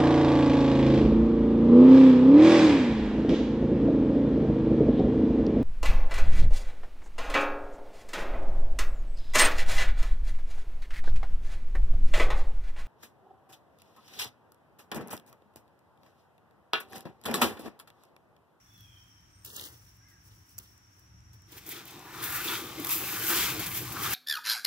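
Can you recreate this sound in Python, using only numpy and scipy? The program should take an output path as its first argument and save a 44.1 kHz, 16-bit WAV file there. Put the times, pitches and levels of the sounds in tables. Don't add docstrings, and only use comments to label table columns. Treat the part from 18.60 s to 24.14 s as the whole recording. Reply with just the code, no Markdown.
import sys
import numpy as np
from scipy import signal
from scipy.fft import rfft, irfft, next_fast_len
from scipy.io import wavfile
from scipy.ndimage import uniform_filter1d

SR = 44100
rng = np.random.default_rng(int(sys.argv[2]) if len(sys.argv) > 2 else 0)


def gain_from_decibels(decibels):
    exponent = np.asarray(decibels, float) / 20
    return 10 ** exponent


def unload_wav(signal):
    wavfile.write(
        sys.argv[1],
        SR,
        np.round(np.clip(np.atleast_2d(signal).T, -1, 1) * 32767).astype(np.int16),
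    )


N = 244314
SIZE = next_fast_len(N + 8192)
HZ = np.maximum(np.arange(SIZE // 2 + 1) * SR / SIZE, 1)
POUR_START_S = 2.86

# time_s, level_db
RUMBLE = [(0.0, -67), (0.23, -58.5), (0.46, -61.5), (1.46, -60), (1.5, -65), (1.8, -56.5), (1.9, -71),
          (1.94, -54.5), (2.33, -65.5), (2.56, -57.5), (3.55, -57), (3.59, -50), (4.4, -53.5),
          (4.95, -46.5), (5.15, -50.5), (5.54, -48)]
# frequency_hz, density_db
GROUND_SPECTRUM = [(15, -65), (28, -37), (50, -7), (101, -0.5), (122, 0.5), (140, -18), (179, -8.5),
                   (260, -33.5), (340, -33), (570, -120)]
# frequency_hz, width_hz, level_db
STAND_MODES = [(124.5, 34, 2.5), (168.7, 28.3, 4.5), (185.4, 31.6, 1)]
# frequency_hz, density_db
WOOD_SPECTRUM = [(150, -25), (230, -1), (320, 3), (430, -11), (900, -4), (1570, -3.5), (3000, -10.5),
                 (4500, -18), (5600, -11.5), (6700, -12), (9550, -24), (10700, -21), (11300, -12.5),
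                 (12000, -22), (16000, -27)]
# frequency_hz, likeness (0 to 1)
WOOD_ALIKE = [(60, 0.9), (130, 0.97), (200, 0.96), (290, 0.69), (640, 0), (1400, 0.)]
# frequency_hz, likeness (0 to 1)
NEAR_ALIKE = [(100, 1), (300, 0.99), (700, 0.84), (1500, 0.91), (3000, 0.8), (7000, 0.26), (15000, 0.44)]
# frequency_hz, lag_samples
PORT_LAG = [(500, 2), (2700, 2.1), (7000, 1.61), (14000, 3.37)]

# peak_s, rise_s and fall_s over 20 dB, crisp_db, sole_weight_db
STEPS = [(.22, 0.46, 0.63, -67, -9), (.354, 0.049, 0.27, -69.5, 1), (.848, 0.0047, 0.34, -50, -6.5),
         (.93, 0.072, 0.17, -56, 3.5), (.971, 0.062, 0.2, -47.5, 0), (1.019, 0.16, .1, -49.5, -2),
         (1.06, 0.11, 0.051, -49.5, -0.5), (1.13, .15, 0.15, -61.5, 0), (1.27, 0.12, 0.19, -64.5, -9),
         (1.49, 0.023, 0.1, -64, -6), (1.665, 0.078, 0.36, -63.5, -4), (1.916, 0.1, 0.088, -61, -14),
         (2.0, 0.024, 0.048, -57.5, 5), (2.04, 0.089, 0.18, -60, -5.5), (2.39, 0.19, 0.17, -70, 1),
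         (2.74, 0.02, 0.064, -64, 3), (2.83, .1, 0.069, -78, 11), (2.93, 0.051, 0.16, -53.5, -7)]
# frequency_hz, density_db
LEAF_SPECTRUM = [(3500, -28), (5000, -11), (6000, -10.5), (7600, -12.5), (11000, -12), (16000, -7)]
TWIG_SPECTRUM = [(2400, -65), (2700, 1.5), (3500, 0), (4500, -3.5), (6000, -17)]
SOLE_SPECTRUM = [(90, -88), (150, -8.5), (400, 1), (700, -11), (1000, -5), (1600, -6.5), (2100, -5),
                 (2400, -38)]
# time_s, peak_db, edge_db and middle_db re peak
TWIGS = [(0.045, -60, -20, -25), (0.095, -61.5, -21, -25), (0.135, -56, -20, -25), (0.179, -54, -14, -7),
         (0.207, -47, -22, -13), (0.849, -30.5, -12, -17), (0.8615, -36, -13, -18), (0.902, -46, -17, 7),
         (0.962, -40, -1, -20), (0.965, -32, -1, -18), (0.9958, -43, -2, 10), (1.0116, -34, -5, -2),
         (1.039, -39, 1, -3), (1.071, -50, -12, 3), (1.37, -55, -16, -26), (1.486, -56, -20, -26),
         (1.894, -53, -7, -20), (1.9808, -31.5, -7.5, -40), (1.984, -32, -8, -43), (1.9868, -28, -7, -40),
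         (2.1779, -57, 0, -22), (2.3945, -52, -6, -22), (2.6044, -67, 6, -15), (2.733, -52.5, -5, -12),
         (2.82, -58, 2, -10)]
# time_s, peak_db, heaviness_db
CLUMPS = [(2.92, -44, 4), (3.0415, -59, -15.5), (3.064, -41, 9.5), (3.09, -31.5, 1), (3.193, -50, 8),
          (3.254, -40, 3), (3.2783, -40, -2), (3.308, -42, 8), (3.393, -50.5, 15), (3.628, -31, -12),
          (3.64, -28, -17), (3.7035, -31, -42), (3.8417, -39, -8), (4.1995, -33, -16), (4.2475, -28.5, 3.5),
          (4.261, -35, 6), (4.2687, -29, 8), (4.2914, -23.5, 2), (4.306, -25, 2), (4.3094, -27, -8),
          (4.317, -39, 17), (4.57, -37, -13), (4.995, -30, -7), (4.999, -34, 4.5), (5.065, -34, -2.5),
          (5.1467, -36, -17), (5.1735, -27.5, 2), (5.324, -31, -13)]
CLUMP_SHARES_DB = [-16, -44, -18.5]
# low_hz, high_hz, level_db
SNAP_BANDS = [(11400, 21000, 7), (5180, 8900, 11.5), (3040, 4600, 13), (550, 2600, 13)]

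# time_s, pitch_hz, level_db
WHISTLE = [
    (.05, 3440, -76),
    (.1, 3460, -70),
    (.2, 3380, -65),
    (.27, 3240, -64),
    (.34, 3160, -64),
    (.42, 3140, -73),
    (.6, 3110, -80),
    (.75, 3100, -92),
]
# time_s, pitch_hz, level_db
SEEP = [
    (.7, 8720, -84),
    (.76, 8680, -73),
    (.82, 8580, -72),
    (.86, 8500, -78),
]
# time_s, pitch_hz, level_db
CHIRP = [
    (1.43, 1980, -80),
    (1.47, 2090, -71),
    (1.51, 2020, -71),
    (1.54, 1770, -67),
    (1.57, 1630, -71),
    (1.63, 1650, -76),
    (1.7, 1750, -82),
]
# time_s, pitch_hz, level_db
COO = [
    (1.4, 1607, -76),
    (1.46, 1650, -67),
    (1.53, 1555, -73),
    (1.56, 1560, -92),
]

# time_s, peak_db
TICKS = [(.8617, -37), (.8676, -40), (.9657, -32), (.9693, -37), (1.0126, -33), (1.049, -40), (1.3857, -58),
         (1.6157, -59), (1.9528, -57), (2.1256, -58), (2.3646, -59), (2.9198, -44), (3.0427, -49),
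         (3.1183, -31), (3.1286, -31), (3.1935, -40), (3.3069, -42), (3.5518, -45), (3.5807, -40),
         (3.624, -31), (3.64, -21), (3.6784, -28), (3.7055, -29), (3.7245, -24), (3.7274, -28),
         (3.7588, -30), (3.8416, -32), (3.8602, -28), (4.2473, -20), (4.25, -31), (4.2522, -31),
         (4.2613, -29), (4.2695, -22), (4.3055, -22), (4.31, -21), (4.3165, -22), (4.381, -25),
         (4.4774, -24), (4.5422, -25), (4.5699, -30), (4.5979, -30), (4.6692, -22), (4.7735, -22),
         (4.9345, -29), (4.9949, -27), (5.0623, -19), (5.1466, -32), (5.2061, -30), (5.2516, -34),
         (5.2952, -35), (5.3145, -35), (5.3219, -27), (5.3249, -31), (5.3491, -32), (5.434, -25),
         (5.5098, -26)]

# peak_s, rise_s and fall_s over 20 dB, flow_db, upper_wall_share_db
SURGES = [(2.93, 0.039, 0.071, -58.5, -1.5), (2.982, 0.041, 0.025, -49, -1), (3.07, 0.014, 0.11, -45, -20),
          (3.118, 0.051, 0.058, -41, -6), (3.17, 0.26, 0.13, -51.5, 3), (3.27, 0.026, 0.56, -56, 2.5),
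          (3.61, 0.18, .1, -56.5, 9), (3.627, 0.0096, 0.35, -39.5, -6.5), (3.645, 0.045, .08, -36.5, -12),
          (3.765, 0.045, .04, -38, -14), (3.845, .015, .06, -40, -12), (3.76, 0.23, 0.28, -36.5, -6),
          (3.85, 0.022, 0.18, -39.5, -3.5), (3.885, 0.12, 0.11, -40.5, 0), (3.94, 0.16, 0.21, -39.5, 1),
          (4.1, 0.15, 0.99, -64, 14), (4.23, 0.21, .3, -50, 1), (4.2, .006, .1, -46, -12),
          (4.27, .004, .06, -40, -8), (4.293, 0.01, .15, -39.5, -3.5), (4.325, 0.062, 0.13, -27.5, -10),
          (4.5, 0.37, 0.74, -36.5, -6), (4.7, 0.17, 0.22, -29, -9.5), (4.775, 0.17, 0.19, -32, 0),
          (4.81, 0.06, 0.26, -33.5, -0.5), (4.91, 0.29, 0.03, -38.5, -2), (5.045, 0.25, 0.06, -43, 0.5),
          (5.066, .012, 0.055, -34, -7), (4.997, .006, .1, -39.5, -5.5), (5.148, .006, .1, -39.5, -8),
          (5.174, 0.12, 0.09, -33.5, -9), (5.27, 0.37, 0.6, -45.5, -2), (5.323, .008, .05, -42, -14),
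          (5.434, 0.045, .04, -35, -10), (5.455, 0.15, 0.19, -36.5, -0.5), (5.54, 0.078, .1, -30, -5)]
# peak_s, rise_s and fall_s over 20 dB, strength_db, air_push_db
SLIDES = [(2.97, 0.081, 0.064, -57.5, 4), (3.08, 0.022, 0.1, -53.5, 4.5), (3.15, 0.091, 0.2, -49, -10),
          (3.21, 0.16, 0.079, -54.5, 2), (3.4, 1, 1, -58.5, 4), (3.65, 0.27, 0.19, -42.5, -2.5),
          (3.77, 0.49, 0.11, -39.5, -23), (3.92, 0.24, 0.21, -37, -4), (4.1, 0.32, 0.19, -48.5, 6.5),
          (4.2, 0.14, 0.17, -51.5, 10), (4.32, 0.19, 0.16, -40.5, -21), (4.43, 0.22, 0.21, -43.5, 2.5),
          (4.57, 0.24, 1, -40, -4), (4.706, 0.071, 0.38, -32, -9.5), (4.85, 0.25, 0.28, -44, 0),
          (4.97, 0.16, 0.18, -50.5, 10.5), (5.07, 0.057, 0.37, -44.5, -24), (5.22, 0.1, 0.26, -50, 5),
          (5.36, 0.14, 0.29, -44.5, 0), (5.46, 0.24, 0.63, -37, -10.5)]
# frequency_hz, density_db
KERNEL_SPECTRUM = [(3300, -29), (4600, -7.5), (6400, -5), (8000, -3), (9500, -2.5), (11500, 2.5),
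                   (13300, 3.5), (14500, 4.5), (16000, 4)]
# frequency_hz, width_hz, level_db
LOWER_WALL_MODES = [(796, 105, -4.5), (969, 52, 1.5), (1020, 142, -2), (1190, 131, -1), (1481, 197, -2.5),
                    (1563, 143, 2), (1650, 360, -6)]
UPPER_WALL_MODES = [(2080, 560, -5), (2580, 410, 0), (3120, 330, -3), (3510, 470, -0.5), (4370, 5300, -8.5)]
CAVITY_MODES = [(281.5, 129, -3), (299.4, 45, 4.5), (330.6, 29.5, 2.5), (371, 47.5, -1), (441, 89, -10)]
# time_s, pitch_hz
SPOT = [(3.0, 1460), (3.15, 1730), (3.4, 910), (3.55, 990), (3.66, 1520), (3.78, 1710), (3.87, 1170),
        (3.93, 1440), (4.1, 1330), (4.4, 1340), (4.62, 1650), (4.7, 1260), (4.9, 1290), (5.1, 1840),
        (5.3, 1090), (5.54, 1430)]

# time_s, peak_db, pitch_hz, rattle_t60_s
KNOCKS = [(3.292, -47, 1280, 0.074), (3.4944, -52, 1050, 0.069), (3.533, -71, 940, 0.08),
          (3.6497, -29, 1390, 0.14), (3.7688, -29, 1860, 0.11), (3.8013, -22.5, 1570, 0.076),
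          (3.8601, -37, 1070, 0.073), (3.9194, -23, 1360, 0.12), (3.9465, -31, 1370, 0.16),
          (4.1738, -34, 2100, 0.08), (4.2537, -35, 1070, 0.1), (4.4324, -32, 1160, 0.08),
          (4.484, -23.5, 1590, 0.08), (4.521, -23, 1160, 0.053), (4.558, -24, 1470, 0.08),
          (4.5824, -40, 1430, 0.071), (4.6147, -21.5, 1680, 0.093), (4.6938, -20, 1260, 0.11),
          (4.804, -33, 1490, 0.067), (4.878, -21, 1190, 0.091), (5.1097, -22.5, 2280, 0.074),
          (5.1741, -42, 1760, 0.087), (5.3204, -39, 1090, 0.073), (5.3601, -23.5, 1270, 0.094),
          (5.41, -30, 1350, 0.084), (5.4526, -26, 1270, 0.071)]
# time_s, peak_db, pitch_hz, rattle_t60_s
HIGH_KNOCKS = [(3.6252, -30, 3420, 0.084), (3.8733, -17.5, 3460, 0.077), (3.947, -25, 3180, 0.066),
               (4.2692, -33, 3300, 0.09), (4.2922, -25, 2640, 0.07), (4.434, -26, 2540, 0.081),
               (4.5411, -28, 2520, 0.098), (4.596, -27, 3000, 0.078), (4.6299, -24, 3600, 0.069),
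               (4.6943, -19, 3360, 0.078), (4.7552, -27, 2590, 0.067), (4.9951, -30.5, 3400, 0.07),
               (5.0642, -35, 2320, 0.06), (5.1506, -45, 2490, 0.09), (5.175, -29, 2470, 0.067),
               (5.3617, -37, 2270, 0.06), (5.3912, -40, 3230, 0.06), (5.43, -27, 3300, 0.12),
               (5.4575, -20, 3540, 0.07), (5.508, -21, 2820, 0.065)]
# time_s, peak_db, pitch_hz, rattle_t60_s
THUMPS = [(3.065, -75, 323, 0.1), (3.804, -34, 350, 0.088), (3.934, -36, 367, 0.12), (4.005, -35, 348, 0.1),
          (4.188, -28.5, 301, 0.088), (4.427, -25.5, 316, 0.11), (4.528, -29, 315, 0.11),
          (4.632, -35, 356, 0.1), (4.7, -27.5, 357, 0.22), (4.755, -27.5, 346, 0.14),
          (4.815, -39, 441, 0.078), (4.953, -32, 344, 0.11), (5.225, -34, 306, 0.1),
          (5.315, -37, 304, 0.077), (5.416, -32.5, 350, 0.13), (5.476, -32, 367, 0.15)]

# start_s, end_s, low_hz, high_hz
GAPS = [
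    (.852, .92, 1900, 2200),
    (.9, .99, 1900, 2650),
    (1.012, 1.07, 2250, 2750),
    (1.04, 1.052, 2600, 2950),
    (1.035, 1.072, 2100, 2600),
    (.828, .84, 9400, 10600),
    (.828, .84, 11600, 12400),
    (.999, 1.005, 7000, 8600),
    (1.001, 1.008, 14800, 16500),
    (1.968, 1.978, 8600, 10400),
]


def rms_one(x):
    return x / np.sqrt(np.mean(x ** 2) + 1e-20)


def pan(left_over_right_db):
    return gain_from_decibels([[left_over_right_db / 2], [-left_over_right_db / 2]])


def in_time(points):
    s, *columns = np.transpose(points)
    return [np.interp(np.arange(N) / SR, s, c) for c in columns]


def at_hz(points):
    hz, value = np.transpose(points)
    return np.interp(np.log(HZ), np.log(hz), value)


def colour(x, spectrum):
    cepstrum = irfft(np.log(gain_from_decibels(at_hz(spectrum))), SIZE)
    cepstrum[1:SIZE // 2] *= 2
    cepstrum[SIZE // 2 + 1:] = 0
    return irfft(rfft(x, SIZE) * np.exp(rfft(cepstrum)), SIZE)[..., :N]


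def resonate(x, modes):
    out = 0
    for k, (hz, width_hz, level_db) in enumerate(modes):
        r = np.exp(-np.pi * width_hz / SR)
        zeros = [(1 - r * r) / 2, 0, (r * r - 1) / 2]
        poles = [1, -2 * r * np.cos(2 * np.pi * hz / SR), r * r]
        out = out + (-1) ** k * gain_from_decibels(level_db) * signal.lfilter(zeros, poles, x)
    return out


def drift(rate_hz):
    r = np.exp(-64 * np.pi * rate_hz / SR)
    slow = signal.lfilter([1], [1, -2 * r, r * r], rng.standard_normal(N // 32 + 1002))[1000:]
    return np.interp(np.arange(N) / 32, np.arange(len(slow)), rms_one(slow))


def grains(per_s, spread_db, clump_db):
    sizes = gain_from_decibels(spread_db * np.minimum(rng.exponential(1, (2, N)), 4.2))
    signs = rng.choice([-1, 1], (2, N))
    struck = rng.random((2, N)) < per_s / SR
    return sizes * signs * struck * gain_from_decibels(clump_db * drift(25))


def swells(rows):
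    s, rise_s, fall_s, peak_db, share_db = np.transpose(rows)[:, :, None]
    t = np.arange(0, N + 32, 32) / SR - s
    away = np.where(t < 0, -t / np.maximum(rise_s, .002), t / np.maximum(fall_s, .01))
    shape_db = peak_db - 20 * away
    levels = []
    for extra_db in (0, share_db):
        total_db = 10 * np.log10(np.sum(gain_from_decibels(2 * (shape_db + extra_db)), axis=0) + 1e-11)
        levels.append(np.interp(np.arange(N) / 32, np.arange(len(total_db)), total_db))
    return levels


def ports(pair, alike, lag_samples):
    shared, other = rfft(pair, SIZE)
    like = np.clip(at_hz(alike), 0, .999)
    left = np.sqrt(1 + like) * shared + np.sqrt(1 - like) * other
    right = np.sqrt(1 + like) * shared - np.sqrt(1 - like) * other
    delay = np.exp(-2j * np.pi * HZ * lag_samples / SR)
    return irfft([left * delay, right], SIZE)[:, :N] / np.sqrt(2)


def wood():
    rumble_db, = in_time(RUMBLE)
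    loaded = np.clip((np.arange(N) / SR - POUR_START_S) / 0.21, 0, 1)
    ground = gain_from_decibels(-3 * loaded) * rms_one(colour(rng.standard_normal((2, N)), GROUND_SPECTRUM))
    stand = gain_from_decibels(-0.5) * loaded * rms_one(resonate(rng.standard_normal((2, N)), STAND_MODES))
    rumble = gain_from_decibels(rumble_db + 0.07 + 1.44 * drift(1.0)) * (ground + stand)
    hiss = gain_from_decibels(-66) * rms_one(colour(rng.standard_normal((2, N)), WOOD_SPECTRUM))
    return ports(rumble + hiss, WOOD_ALIKE, 6.0) * pan(.8)


def insects():
    band = [(5630, 380, 0)]  # frequency_hz, width_hz, level_db
    chorus = resonate(resonate(rng.standard_normal((2, N)), band), band)
    return gain_from_decibels(-67 + 1.6 * drift(23)) * rms_one(chorus)


def steps():
    crisp_db, thud_db = swells(STEPS)
    crunch_db = -56.5 + 1.45 * (crisp_db + 53.0)
    crisp = gain_from_decibels(crisp_db + 4) * rms_one(colour(grains(6000, 3.0, clump_db=1.5), LEAF_SPECTRUM))
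    crunch = gain_from_decibels(crunch_db) * rms_one(colour(grains(3000, 1.6, clump_db=3.5), TWIG_SPECTRUM))
    thud = gain_from_decibels(thud_db - 5.0) * rms_one(colour(grains(1200, 1.4, clump_db=-1.5), SOLE_SPECTRUM))
    return ports(crisp + crunch + thud, NEAR_ALIKE, 8.2) * pan(1.5)


def snaps():
    t = np.arange(2000) / SR
    twig_body_db, twig_t60_s, clump_t60_s = -20.5, 0.0095, 0.02
    hits = [(*row, twig_body_db, twig_t60_s) for row in TWIGS]
    for s, peak_db, heavy_db in CLUMPS:
        hits.append((s, peak_db, *np.add(CLUMP_SHARES_DB, heavy_db), clump_t60_s))
    bursts = rng.standard_normal((len(hits), 4, 2, len(t)))
    parts = np.zeros((4, 2, N + len(t)))
    for (s, peak_db, *shares_db, t60_s), burst in zip(hits, bursts):
        start = round(s * SR)
        fade = (1 - np.exp(-t / 0.0002)) * gain_from_decibels(peak_db - 60 * t / t60_s)
        shares = gain_from_decibels(np.array([0, *shares_db]))[:, None, None]
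        parts[..., start:start + len(t)] += fade * burst * shares
    out = 0
    for (low_hz, high_hz, level_db), part in zip(SNAP_BANDS, parts):
        band = signal.butter(3, [low_hz, high_hz], "band", fs=SR, output="sos")
        out = out + gain_from_decibels(level_db) * signal.sosfilt(band, part[:, :N] + 1e-18)
    return ports(out, NEAR_ALIKE, at_hz(PORT_LAG))


def bird(notes, blur_hz):
    hz, level_db = in_time(notes)
    sample = np.arange(N)
    on = (sample > notes[0][0] * SR) & (sample < notes[-1][0] * SR)
    waver = drift(36.6)
    tone = np.sin(2 * np.pi * np.cumsum(hz + blur_hz * waver) / SR)
    flicker_db = 4 * (waver[::-1] + 0.5)
    return gain_from_decibels(level_db + flicker_db) * on * tone


def trunks(x, t60_s):
    t = np.arange(SR // 2) / SR
    tail = rng.standard_normal((2, len(t))) * gain_from_decibels(-60 * t / t60_s)
    return signal.fftconvolve(x[None], tail / np.sqrt(np.sum(tail ** 2) / 2), axes=1)[:, :N]


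def birds():
    undertone = [(s, .76 * hz, db) for s, hz, db in WHISTLE]
    whistle = bird(WHISTLE, 45.0) + gain_from_decibels(-11) * bird(undertone, 48)
    chirp = bird(CHIRP, 35) + bird(COO, 35) + bird(SEEP, 15.0)
    direct = gain_from_decibels(-6) * whistle + gain_from_decibels(-2.5) * chirp
    return direct + gain_from_decibels(1) * trunks(whistle, 1.0) + gain_from_decibels(-4) * trunks(chirp, 0.5)


def ticks():
    t = np.arange(300) / SR
    bursts = rng.standard_normal((len(TICKS), 2, len(t))) * gain_from_decibels(-60 * t / .0035)
    bursts = signal.sosfilt(signal.butter(1, 11000, "high", fs=SR, output="sos"), bursts)
    out = np.zeros((2, N + len(t)))
    for (s, peak_db), burst in zip(TICKS, bursts):
        start = round(s * SR)
        click = burst / np.abs(burst).max(axis=1, keepdims=True)
        out[:, start:start + len(t)] += gain_from_decibels(peak_db + 5) * click
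    return ports(out[:, :N], NEAR_ALIKE, at_hz(PORT_LAG)) * pan(1.8)


def wall(modes, per_s, tilt_db, patchy_db):
    blows = grains(per_s, 1.59, clump_db=0.5)
    spot_hz, = in_time(SPOT)
    out = 0
    for k, mode in enumerate(modes):
        octaves_off = np.log2(mode[0] / spot_hz)
        spot_db = 4 * np.exp(-(octaves_off / 0.38) ** 2)
        drive_db = tilt_db * np.log2(mode[0] / 1200) + patchy_db * drift(4.2) + spot_db
        out = out + (-1) ** k * gain_from_decibels(drive_db) * resonate(blows, [mode])
    return out


def pour():
    flow_db, upper_db = swells(SURGES)
    lower_db, boom_db = swells(SLIDES)
    swell_db = lower_db - uniform_filter1d(lower_db, SR)
    tilt_db = 0.7 * swell_db + 0.21 * (lower_db + 46)
    crackle = gain_from_decibels(flow_db + 4.5) * rms_one(colour(grains(7000, 2.4, clump_db=.8), KERNEL_SPECTRUM))
    upper = gain_from_decibels(upper_db + 3.0) * rms_one(wall(UPPER_WALL_MODES, 5000, 0, patchy_db=1.0))
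    even_drive = np.std(resonate(grains(3460, 2.35, clump_db=1.5), LOWER_WALL_MODES))
    lower = gain_from_decibels(lower_db - 3.0) * wall(LOWER_WALL_MODES, 4000, tilt_db, patchy_db=1.37) / even_drive
    boom = gain_from_decibels(boom_db - 0.8) * rms_one(resonate(grains(1500, 3.74, clump_db=2.0), CAVITY_MODES))
    begun = np.clip((np.arange(N) / SR - POUR_START_S) / 0.028, 0, 1)
    return ports(begun * (crackle + upper + lower + boom), NEAR_ALIKE, at_hz(PORT_LAG)) * pan(1.8)


def knocks(rows, relative_width, gain_db):
    t = np.arange(5000) / SR
    out = np.zeros((2, N + len(t)))
    bursts = rng.standard_normal((len(rows), 2, len(t)))
    for (s, peak_db, hz, t60_s), burst in zip(rows, bursts):
        start = round(s * SR)
        ring = rms_one(resonate(burst, [(hz, relative_width * hz, 0)]))
        fade = (1 - np.exp(-t / 0.011)) * gain_from_decibels(peak_db + gain_db - 60 * t / max(t60_s, .01))
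        out[:, start:start + len(t)] += ring * fade
    return ports(out[:, :N], NEAR_ALIKE, at_hz(PORT_LAG)) * pan(1.8)


def scene():
    background = wood() + insects() + birds()
    walk = steps() + snaps() + ticks()
    lumps = knocks(KNOCKS, 0.25, -6.0) + knocks(HIGH_KNOCKS, 0.061, -5.5) + knocks(THUMPS, 0.059, -4.0)
    return background + walk + pour() + lumps


def top_cut(x):
    return signal.sosfilt(signal.butter(12, 16880, fs=SR, output="sos"), x)


def record(dry):
    mix = signal.sosfilt(signal.ellip(12, .5, 58, 15750, fs=SR, output="sos"), dry)
    t = np.arange(N) / SR
    for start_s, end_s, low_hz, high_hz in GAPS:
        inside = (HZ > low_hz) & (HZ < high_hz)
        band = irfft(rfft(mix, SIZE) * inside, SIZE)[:, :N]
        mix = mix - band * np.clip(np.minimum(t - start_s, end_s - t) / .004 + .5, 0, 1)
    return top_cut(mix)


dry = scene()
out = record(dry)
unload_wav(out)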